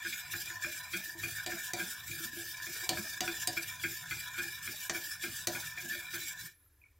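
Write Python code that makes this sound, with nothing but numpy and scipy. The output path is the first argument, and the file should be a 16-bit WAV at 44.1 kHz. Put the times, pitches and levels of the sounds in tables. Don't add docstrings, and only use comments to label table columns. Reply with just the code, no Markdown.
import sys
import numpy as np
from scipy import signal
from scipy.fft import rfft, irfft, next_fast_len
from scipy.io import wavfile
from scipy.ndimage import uniform_filter1d, map_coordinates

SR = 44100
rng = np.random.default_rng(int(sys.argv[2]) if len(sys.argv) > 2 else 0)


def master_out(mix):
    frames = np.transpose(np.atleast_2d(mix))
    ceiling = np.clip(frames, -1, 1)
    pcm = np.round(ceiling * 32767).astype(np.int16)
    wavfile.write(sys.argv[1], SR, pcm)


N = 308259

# (hiss_db: after landing, return_hiss_db: in the return push)
TURN_TABLE = [(0.002, -2, -1.5, 2, 3.5, 6, -6, -7), (0.27, 1, -1.5, 3.5, -2.5, 7, 1, -5.5),
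              (0.592, -2.0, 0.5, 1, 3, 5, -1, -6), (0.876, 0, -2.0, -1.0, -1.5, 0, -4.5, 4.5),
              (1.17, 0, 1.5, -1, 0, 0, 7.5, -4), (1.461, 1, 3.5, 3, 3, 5.5, -1, 2.5),
              (1.744, 2, -0.5, -1.5, -1, -3, -10, 2.5), (2.03, 1.0, 6, -3, -0.5, -4, 9.5, -7),
              (2.308, 1, 1, 1.5, -0.5, 1, -4, -1.5), (2.605, 0.0, 8, 1.0, -1, 15, -4.5, -5.5),
              (2.912, 1.5, 1.5, 3.5, 2, 0.5, 1.5, 11.5), (3.196, -0.5, 4.5, 4, 1.0, 9, 0.5, 6),
              (3.493, 0.5, 3.5, 0, 1, 3.5, 4, -4), (3.777, 1, 1.5, 0, -2, -3, 2.5, 1),
              (4.054, 0.0, -3, 0.5, -1.5, 6.5, 6.5, -11), (4.327, -0.5, 1, 0.5, 3.5, -5, 1.0, -2.5),
              (4.603, -0.5, 8, -1.5, -2, 1.0, -1.5, -2.5), (4.902, 0.5, 4, 0, 0, -12, -7, -1),
              (5.183, -1, 4, 1, -1.5, -3, 0.5, 5.5), (5.475, 2, -1.5, 1.5, 0.5, -4, 3, 2),
              (5.763, -1.5, -2, -3.5, 0.5, -3, -3, 1), (6.089, 0, 4.5, 4.5, 1, -4.5, -5, -7.0),
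              (6.366, -3.5, -7, -6, -1.5, 3.5, -1, -23)]
TURN_COLUMNS = ["start_s", "hiss_db", "return_hiss_db", "scratch_db", "judder_db", "wall_hum_db",
                "churn_db", "slosh_db"]
# pitch_hz, density_db (per Hz)
HISS_SPECTRUM = [(700, -49), (1500, -24), (2700, -3.5), (4200, -5), (6000, -1.5), (7700, -1.5),
                 (8600, -6.5), (9500, -1.5), (10300, -7.5), (11700, -2), (12700, -5), (14000, 1.5),
                 (15000, -6), (16000, -2)]
# pitch_hz, width_hz, level_db
SCRATCH_MODES = [(2840, 390, -5.5), (3533, 210, 4), (3960, 42, 6), (4627, 63, 6.5), (5005, 110, 4.5),
                 (5300, 596, 2.5), (6540, 290, -11.5), (6870, 180, 5), (7590, 350, 2)]
# pitch_hz, width_hz, level_db
WIRE_MODES = [(1374, 360, -23), (1454, 103, -7), (1680, 153, 1), (1754, 64, 5.5), (2244, 160, -9.5),
              (2354, 98, -0.5), (3463, 270, -11.5), (3835, 330, -12.5)]
# pitch_hz, width_hz, level_db
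BENT_WIRE_MODES = [(1480, 193, -4.5), (1630, 37, -18), (1617, 62, -1.5), (1730, 72, -3.5), (2097, 87, -7),
                   (2190, 108, -4.5), (2403, 85, 6.5), (2475, 80, -31), (3300, 137, -7.5),
                   (4530, 180, -13.5)]
# pitch_hz, width_hz, level_db
WALL_MODES = [(1005.3, 32, 3.5), (927, 60, -10), (632.4, 12, -5.5), (729, 46, -8)]
# start_s, level_db, upper_db (wire resonances above 2 kHz),
# ring_db (ring of the pot), length_s
KNOCK_TABLE = [(0.045, -38, 1, -55.5, 0.018), (0.122, -37, 23, -79, 0.0079),
               (0.3355, -34, -12, -51, 0.0038), (0.496, -40, -4, -61, 0.016),
               (0.641, -32.5, -5.5, -50.5, 0.008), (0.929, -33, 4, -51, 0.018),
               (1.228, -32, 0.5, -46.5, 0.013), (1.517, -36.5, 2.5, -46.5, 0.0054),
               (1.682, -40.5, -34, -86, 0.013), (1.789, -34.5, -4, -44, 0.017),
               (2.11, -38.5, 22, -54, .008), (2.361, -51, 15, -46.5, 0.021),
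               (2.598, -42.5, -9.5, -68.5, 0.0036), (2.662, -39.5, 0, -54.5, 0.012),
               (2.818, -44, 2, -58, 0.024), (2.971, -35, -5, -62, 0.0036), (3.276, -31.5, 1, -43, 0.0036),
               (3.566, -29.5, 1.5, -46.5, 0.0087), (3.835, -30, 0.5, -46, 0.011),
               (4.107, -34.5, 3, -57, 0.014), (4.377, -34, -3, -48.5, 0.018),
               (4.674, -34.5, -3, -57, 0.0042), (4.943, -37.5, 1, -45, 0.013),
               (5.232, -35.5, -0.5, -45.5, 0.015), (5.547, -35.5, -3.5, -54, 0.012),
               (5.773, -38, 4, -75, .013), (5.913, -40, 5.5, -57, 0.032), (5.951, -40, 5, -53.5, 0.0021),
               (6.131, -37, -5, -51, 0.021)]
# start_s, level_db, ring_db (ring of the pot), tilt_db (per octave)
CLINK_TABLE = [(0.457, -42.5, -65, -2), (1.188, -47, -76, 7), (1.462, -34, -43.5, -4),
               (1.734, -31, -40, -4.5), (2.891, -24, -37.5, -3), (3.206, -27.5, -38, -5),
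               (3.4729, -25, -40.5, -3.5), (4.896, -28, -43, -6.5), (5.471, -26, -38.5, -3.5),
               (5.767, -52.5, -59, -8)]
# pitch_hz, width_hz, level_db
CLINK_MODES = [(1920, 200, -6.5), (2358, 45, 1), (3550, 1600, -10), (3810, 360, -3), (4620, 330, 4),
               (4800, 63, -1), (5170, 310, -10.5), (6230, 1200, -1.5), (7500, 1300, -0.5),
               (9100, 700, -4.5), (11540, 1300, -20.5), (14460, 4600, -3.5)]
# pitch_hz, width_hz, level_db
THUD_MODES = [(130, 46, 6), (290, 51, 5), (637, 150, 3)]
# pitch_hz, level_db, t60_s (time to die away by 60 dB)
POT_MODES = [(111, -12, 0.15), (224.4, -4, 0.11), (341, 6.5, 0.18), (429, -17.5, 0.41),
             (461.4, -12.5, 0.22), (538, -16.5, 0.35), (570, -21.5, 0.09), (615, -1.5, 0.25),
             (645.4, 0.5, 0.18), (650, -7.5, 0.18), (726, 4.5, 0.16), (744, 9, 0.17), (804, -35.5, .16),
             (980, -5, 0.49)]
# pitch_hz, level_db, t60_s
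FREE_WIRE_MODES = [(7779, -91.5, 0.67), (9500, -87.5, 1.1), (11150, -75, 1.4), (11300, -85.5, 1.3),
                   (12925, -72.5, 0.81), (13160, -76.5, 2.1)]
# start_s, level_db, pitch_hz (at the start of the drop)
DRIP_TABLE = [(6.625, -70.5, 1740), (6.66, -71, 1330), (6.725, -79, 1500), (6.816, -57, 2450),
              (6.838, -53, 2264), (6.85, -71, 1390), (6.865, -67, 2380), (6.916, -77, 1880)]
# pitch_hz, density_db (per Hz)
CHURN_SPECTRUM = [(15, -21), (40, -39), (62, -1), (80, -8.5), (103, 8), (125, -1.5), (155, 3), (200, -20.5),
                  (300, -14.5), (800, -63)]
# pitch_hz, density_db (per Hz)
SLOSH_SPECTRUM = [(100, -16), (170, -4.5), (235, -1.5), (345, 5), (420, -4.5), (520, -10.5), (620, -4),
                  (750, -4), (870, -8.5), (1200, -12.5), (2000, -32), (6000, -64)]
# start_s, level_db, pitch_hz
BUBBLE_TABLE = [(.665, -52.5, 613), (1.15, -54, 336), (2.202, -49.5, 326), (2.25, -55.5, 235),
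                (2.331, -53.5, 300), (2.76, -60.5, 470), (2.832, -61, 388), (4.45, -55, 340),
                (5.95, -59, 609)]
# pitch_hz, width_hz, change_db
NOTCH_TABLE = [(516, 66, -18), (830, 44, 2.5), (1150, 120, 4), (1954, 55, -8), (2750, 540, -1),
               (4110, 84, -4.5), (6630, 170, -5.5)]
# pitch_hz, width_hz, depth_db (typical), place (share of a turn)
HOLLOW_TABLE = [(517, 163, -7.5, .8), (1130, 140, -6.5, 0.58), (2050, 104, -10, 0.79),
                (4280, 170, -15, 0.82)]
# pitch_hz, t60_s
ECHO_DECAY = [(100, 0.17), (700, 0.2), (4000, 0.28), (9000, 0.13), (16000, 0.14)]
# pitch_hz, density_db (per Hz)
ROOM_SPECTRUM = [(18, -44.5), (30, -3), (87, 8.5), (165, -19), (212, -21.5), (295, -11.5), (665, -24.5),
                 (2250, -23.5), (3060, -28), (7250, -27), (13000, -31)]
# pitch_hz, gain_db
SIDE_SPECTRUM = [(100, -38), (1000, -36.5), (3600, -64), (4600, -14.5), (6000, -7.5), (8000, -9),
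                 (11000, -4), (16000, -10)]

EDGE_HZ = 15850
LAST_TURN_S = 0.275
LIFT_S, LIFT_DB_PER_S, LIFTED_DB = 6.47, 339.5, -33
SETTLE, EASE_OFF = 0.18, 0.7
PLOUGH_AT, PLOUGH_WIDTH = 0.2876, 0.1249
PUSH_AT, PUSH_WIDTH = 0.786, 0.048
WALL_AT, WALL_WIDTH = 0.91, 0.33
UNSETTLED_DB, EASED_DB, SAG_DB = -12, -8.5, -3.5
PLOUGH_BEND, PUSH_BEND = 0.055, 0.027
GULP_AT, GULP_HZ, GULP_DB = 0.26, 242.3, -57

TIME = np.arange(N) / SR
BINS = np.abs(np.fft.fftfreq(4096, 1 / SR))
TURN_EDGES = np.array([row[0] for row in TURN_TABLE] + [TURN_TABLE[-1][0] + LAST_TURN_S])
TURNED = np.interp(TIME, TURN_EDGES, np.arange(len(TURN_EDGES)))


def friction(grip):
    hiss = colour(slips(per_s=11000, spread_db=0.0) * gain_of(2.04 * grip), read(HISS_SPECTRUM, BINS))
    hiss = shifting(hiss, span_hz=500, span_s=0.043, depth=0.67)
    scratch = colour(slips(per_s=5000, spread_db=3.0) * gain_of(2 * grip), humps(SCRATCH_MODES))
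    scratch = shifting(scratch, span_hz=380, span_s=0.074, depth=1.7)
    returning = passing(at=0.8, width=0.13)
    push_db = effort("return_hiss_db", at=PUSH_AT)
    hiss_db = -42.3 + contact()
    hiss_db += (1 - returning) * effort("hiss_db", at=PLOUGH_AT)
    hiss_db += returning * push_db
    scratch_db = -50.5 + 0.7 * contact() + effort("scratch_db", at=0.67)
    scratch_db += passing(PUSH_AT, PUSH_WIDTH) * (3 + push_db)
    return hiss * gain_of(hiss_db) + scratch * gain_of(scratch_db)


def judder(grip):
    chatter_db = 1.0 * grip + 1.46 * wander(hz=24.2)
    wires = colour(slips(per_s=1800, spread_db=3.0) * gain_of(chatter_db), humps(WIRE_MODES))
    wires = shifting(bent(wires, share=0.696), span_hz=278, span_s=0.089, depth=1.0)
    hum = colour(slips(per_s=1500, spread_db=2.0), humps(WALL_MODES))
    hum = shifting(hum, span_hz=120, span_s=0.16, depth=0.45, size=1024)
    wires_db = -46 + 0.28 * contact() + effort("judder_db", at=0.17)
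    wires_db += 3 * passing(PUSH_AT, PUSH_WIDTH) - 3.2 * passing(at=0.31, width=0.089)
    hum_db = -81 + 0.74 * effort("wall_hum_db", at=WALL_AT) + 21 * passing(WALL_AT, WALL_WIDTH)
    return wires * gain_of(wires_db) + hum * gain_of(hum_db)


def bent(x, share):
    pitch = 1 - PLOUGH_BEND * passing(PLOUGH_AT, PLOUGH_WIDTH) - PUSH_BEND * passing(PUSH_AT, PUSH_WIDTH)
    speed = (pitch / pitch.mean()) ** share
    return map_coordinates(x, [np.cumsum(speed) % N], order=3)


def airborne(dip_db=-7):
    away = np.zeros(N)
    for s, db, _, _ in CLINK_TABLE:
        away += np.exp(-((TIME - s + 0.0046) / 0.01) ** 2) * np.clip((db + 44) / 10, 0, 1)
    return gain_of(dip_db * away)


def contact():
    place = TURNED % 1
    settling = UNSETTLED_DB * np.maximum(1 - place / SETTLE, 0)
    easing = EASED_DB * np.maximum(place - EASE_OFF, 0) / (1 - EASE_OFF)
    return settling + SAG_DB * place + easing


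def effort(column, at):
    levels = np.array(TURN_TABLE)[:, TURN_COLUMNS.index(column)]
    return np.interp(TURNED, np.arange(len(TURN_TABLE)) + at, levels)


def passing(at, width):
    distance = (TURNED - at + 0.5) % 1 - 0.5
    return np.exp(-(distance / width) ** 2)


def immersed():
    return gain_of(np.clip((LIFT_S - TIME) * LIFT_DB_PER_S, LIFTED_DB, 0))


def knocks():
    out, t = np.zeros(N), np.arange(SR // 6) / SR
    upper = uniform_filter1d((BINS > 2000) * 1., 20)
    soft, hard = humps(WIRE_MODES), humps(BENT_WIRE_MODES)
    for s, db, upper_db, ring_db, length in KNOCK_TABLE:
        bend = np.clip((db + 41.5) / 7, 0, 1)
        cushion = 1 - np.exp(-t / (0.71 * length))
        contacts = rng.standard_normal(len(t)) * cushion * np.exp(-(t / length) ** 1.64)
        tone_db = bend * hard + (1 - bend) * soft + upper_db * upper
        add(out, s, gain_of(db - 2.0) * topped(colour(contacts, tone_db)))
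        add(out, s, gain_of(ring_db - 3.0) * pot_ring(tilt_db=-15.5, rise_s=0.0069))
    return out


def clinks():
    out, t = np.zeros(N), np.arange(SR // 4) / SR
    octaves = np.log2(np.maximum(BINS, 1000) / 5000)
    for s, db, ring_db, tilt_db in CLINK_TABLE:
        buzz = rng.standard_normal(len(t)) * (1 - np.exp(-t / 0.00048)) * np.exp(-t / 0.0043)
        spot = [(hz, width, level + 4.6 * rng.standard_normal()) for hz, width, level in CLINK_MODES]
        crack = colour(buzz, humps(spot) + tilt_db * octaves)
        add(out, s, gain_of(db) * topped(crack, size=220))
        add(out, s, gain_of(ring_db - 2.0) * pot_ring(tilt_db=-1.4, rise_s=0.0043))
        thud = colour(rng.standard_normal(len(t)) * np.exp(-t / 0.045), humps(THUD_MODES))
        add(out, s, gain_of(ring_db - 5.5) * topped(thud, size=900))
    return out


def pot_ring(tilt_db, rise_s):
    t = np.arange(SR // 3) / SR
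    ring = np.zeros(len(t))
    main_hz = POT_MODES[2][0]
    for hz, db, t60 in POT_MODES:
        spot, detune, phase = rng.standard_normal(3)
        level = db + tilt_db * np.log2(hz / main_hz) * (hz > main_hz) + 0.92 * spot
        turns = hz * (1 + 0.009 * detune) * t + phase
        ring += gain_of(level - 60 * t / t60) * np.sin(2 * np.pi * turns)
    return topped(ring * (1 - np.exp(-t / rise_s)) ** 2, size=900)


def mixture():
    churn = evened(colour(slips(per_s=490, spread_db=2.0), read(CHURN_SPECTRUM, BINS)))
    slosh = colour(slips(per_s=300, spread_db=1), read(SLOSH_SPECTRUM, BINS))
    slosh = shifting(slosh, span_hz=180, span_s=0.088, depth=2.7, size=1024)
    boom = evened(colour(slips(per_s=400, spread_db=2.5), humps([(POT_MODES[2][0], 24, 0)])))
    churn_db = -61.5 + 0.9 * effort("churn_db", at=0.45) + 7.7 * passing(at=0.27, width=0.12)
    slosh_db = -76 + 0.45 * effort("slosh_db", at=0.62) + 16 * passing(at=0.41, width=0.28)
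    boom_db = -57 + 0.76 * effort("slosh_db", at=0.3)
    boom = boom * gain_of(boom_db) * passing(at=0.29, width=0.083)
    return churn * gain_of(churn_db) + slosh * gain_of(slosh_db) + boom


def gulps():
    out, t = np.zeros(N), np.arange(SR // 6) / SR
    chance = rng.standard_normal(len(TURN_TABLE))
    pockets = []
    for row, length, size in zip(TURN_TABLE, np.diff(TURN_EDGES), chance):
        pockets.append((row[0] + GULP_AT * length, GULP_DB + 0.7 * row[-1], GULP_HZ * np.exp(0.19 * size)))
    for s, db, hz in pockets + list(BUBBLE_TABLE):
        turns = np.cumsum(hz * (0.95 + 2.2 * t)) / SR
        pocket = np.sin(2 * np.pi * turns) * (1 - np.exp(-t / 0.003)) * np.exp(-t / 0.022)
        add(out, s, gain_of(db) * topped(pocket, size=900))
    return out


def lift_out(s=6.5):
    out, t = np.zeros(N), np.arange(SR // 2) / SR
    for hz, db, t60 in FREE_WIRE_MODES:
        detune = rng.uniform(0.996, 1.004, (3, 1))
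        trio = np.sin(2 * np.pi * hz * detune * t).sum(0)
        add(out, s, gain_of(db - 60 * t / t60) * trio * (1 - np.exp(-t / 0.025)))
    for when, db, hz in DRIP_TABLE:
        tone = np.sin(2 * np.pi * hz * t * (1 + 0.53 * t))
        blip = tone * (1 - np.exp(-t / 0.0011)) * np.exp(-t / 0.0065)
        add(out, when, gain_of(db - 4.5) * topped(blip, size=200))
    return out


def notched(x):
    return colour(x, sum(db * np.exp(-((BINS - hz) / width) ** 2) for hz, width, db in NOTCH_TABLE))


def hollowed(x):
    hz, t, z = signal.stft(x, SR, nperseg=1024, noverlap=768)
    for centre, width, db, at in HOLLOW_TABLE:
        uneven = np.maximum(1 + 0.34 * wander(hz=8.2), 0)
        depth = np.interp(t, TIME, passing(at, width=0.24) * uneven)
        z = z * gain_of(db * np.exp(-((hz[:, None] - centre) / width) ** 2) * depth)
    return signal.istft(z, SR, nperseg=1024, noverlap=768)[1][:N]


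def shifting(x, span_hz, span_s, depth, size=512):
    hz, t, z = signal.stft(x, SR, nperseg=size, noverlap=size * 3 // 4)
    across = np.fft.fftfreq(len(hz), hz[1])[:, None] * span_hz
    along = np.fft.fftfreq(len(t), t[1]) * span_s
    chance = rng.standard_normal(z.shape) + 1j * rng.standard_normal(z.shape)
    smooth = np.fft.ifft2(chance * np.exp(-np.pi * (across ** 2 + along ** 2)))
    coupling = np.abs(smooth) ** depth
    power = np.mean(np.abs(z) ** 2, axis=1)
    coupling /= np.sqrt(power @ coupling ** 2 / power.sum())
    return evened(signal.istft(z * coupling, SR, nperseg=size, noverlap=size * 3 // 4)[1][:N])


def kitchen(x):
    size = SR // 2
    taps = rng.choice([-1., 1.], size) * (rng.random(size) < 3000 / SR)
    taps *= np.arange(size) > 0.004 * SR
    hz, t, z = signal.stft(taps, SR, nperseg=256)
    fade = gain_of(-60 * t / read(ECHO_DECAY, hz)[:, None])
    tail = signal.istft(z * fade, SR, nperseg=256)[1]
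    return signal.fftconvolve(x, tail / np.linalg.norm(tail))[:N]


def room_tone():
    return gain_of(-69.5) * evened(colour(rng.standard_normal(N), read(ROOM_SPECTRUM, BINS)))


def slips(per_s, spread_db):
    size = gain_of(spread_db * np.minimum(rng.exponential(1, N), 4))
    return size * rng.choice([-1, 1], N) * (rng.random(N) < per_s / SR)


def wander(hz):
    size = next_fast_len(N)
    lowpass = 1 / (1 + (np.fft.rfftfreq(size, 1 / SR) / hz) ** 4)
    return evened(irfft(rfft(rng.standard_normal(size)) * lowpass, size)[:N])


def humps(modes):
    power = 1e-7
    for hz, width, db in modes:
        power = power + gain_of(db) ** 2 / (1 + ((BINS - hz) / width * np.sqrt(2)) ** 2) ** 2
    return 10 * np.log10(power)


def colour(x, db):
    log_gain = db * np.log(10) / 20
    taps = np.fft.ifft(np.exp(np.conj(signal.hilbert(log_gain)))).real
    return signal.oaconvolve(x, taps[:len(taps) // 2])[:len(x)]


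def read(points, hz):
    f, value = np.transpose(points)
    return np.interp(np.log(hz + 1), np.log(f + 1), value)


def gain_of(db):
    return 10 ** (np.asarray(db) / 20)


def evened(x):
    return x / np.sqrt(np.mean(x ** 2) + 1e-20)


def topped(x, size=400):
    return x / np.sqrt(uniform_filter1d(x ** 2, size).max() + 1e-20)


def add(mix, s, sound):
    part = mix[max(round(s * SR), 0):][:len(sound)]
    part += sound[:len(part)]


def scene():
    grip = wander(hz=32)
    whisk = (friction(grip) + judder(grip)) * airborne()
    rub = hollowed(notched((whisk + mixture()) * immersed()))
    dull, bright = knocks() + gulps() + lift_out(), clinks()
    echoes = kitchen(gain_of(-13.0) * rub + gain_of(-4.0) * dull + gain_of(-6.0) * bright)
    still_air = room_tone()
    mid = rub + dull + bright + echoes + still_air
    scattered = notched(friction(grip)) * airborne() * immersed()
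    scattered = scattered + gain_of(-16.5) * kitchen(bright) + still_air
    side = colour(scattered, read(SIDE_SPECTRUM, BINS))
    return np.array([mid + side, mid - side])


def record(dry):
    lowpass = signal.firwin(511, EDGE_HZ, window=("kaiser", 9), fs=SR)
    return signal.oaconvolve(dry, lowpass[None], "same")


dry = scene()
out = record(dry)
master_out(out)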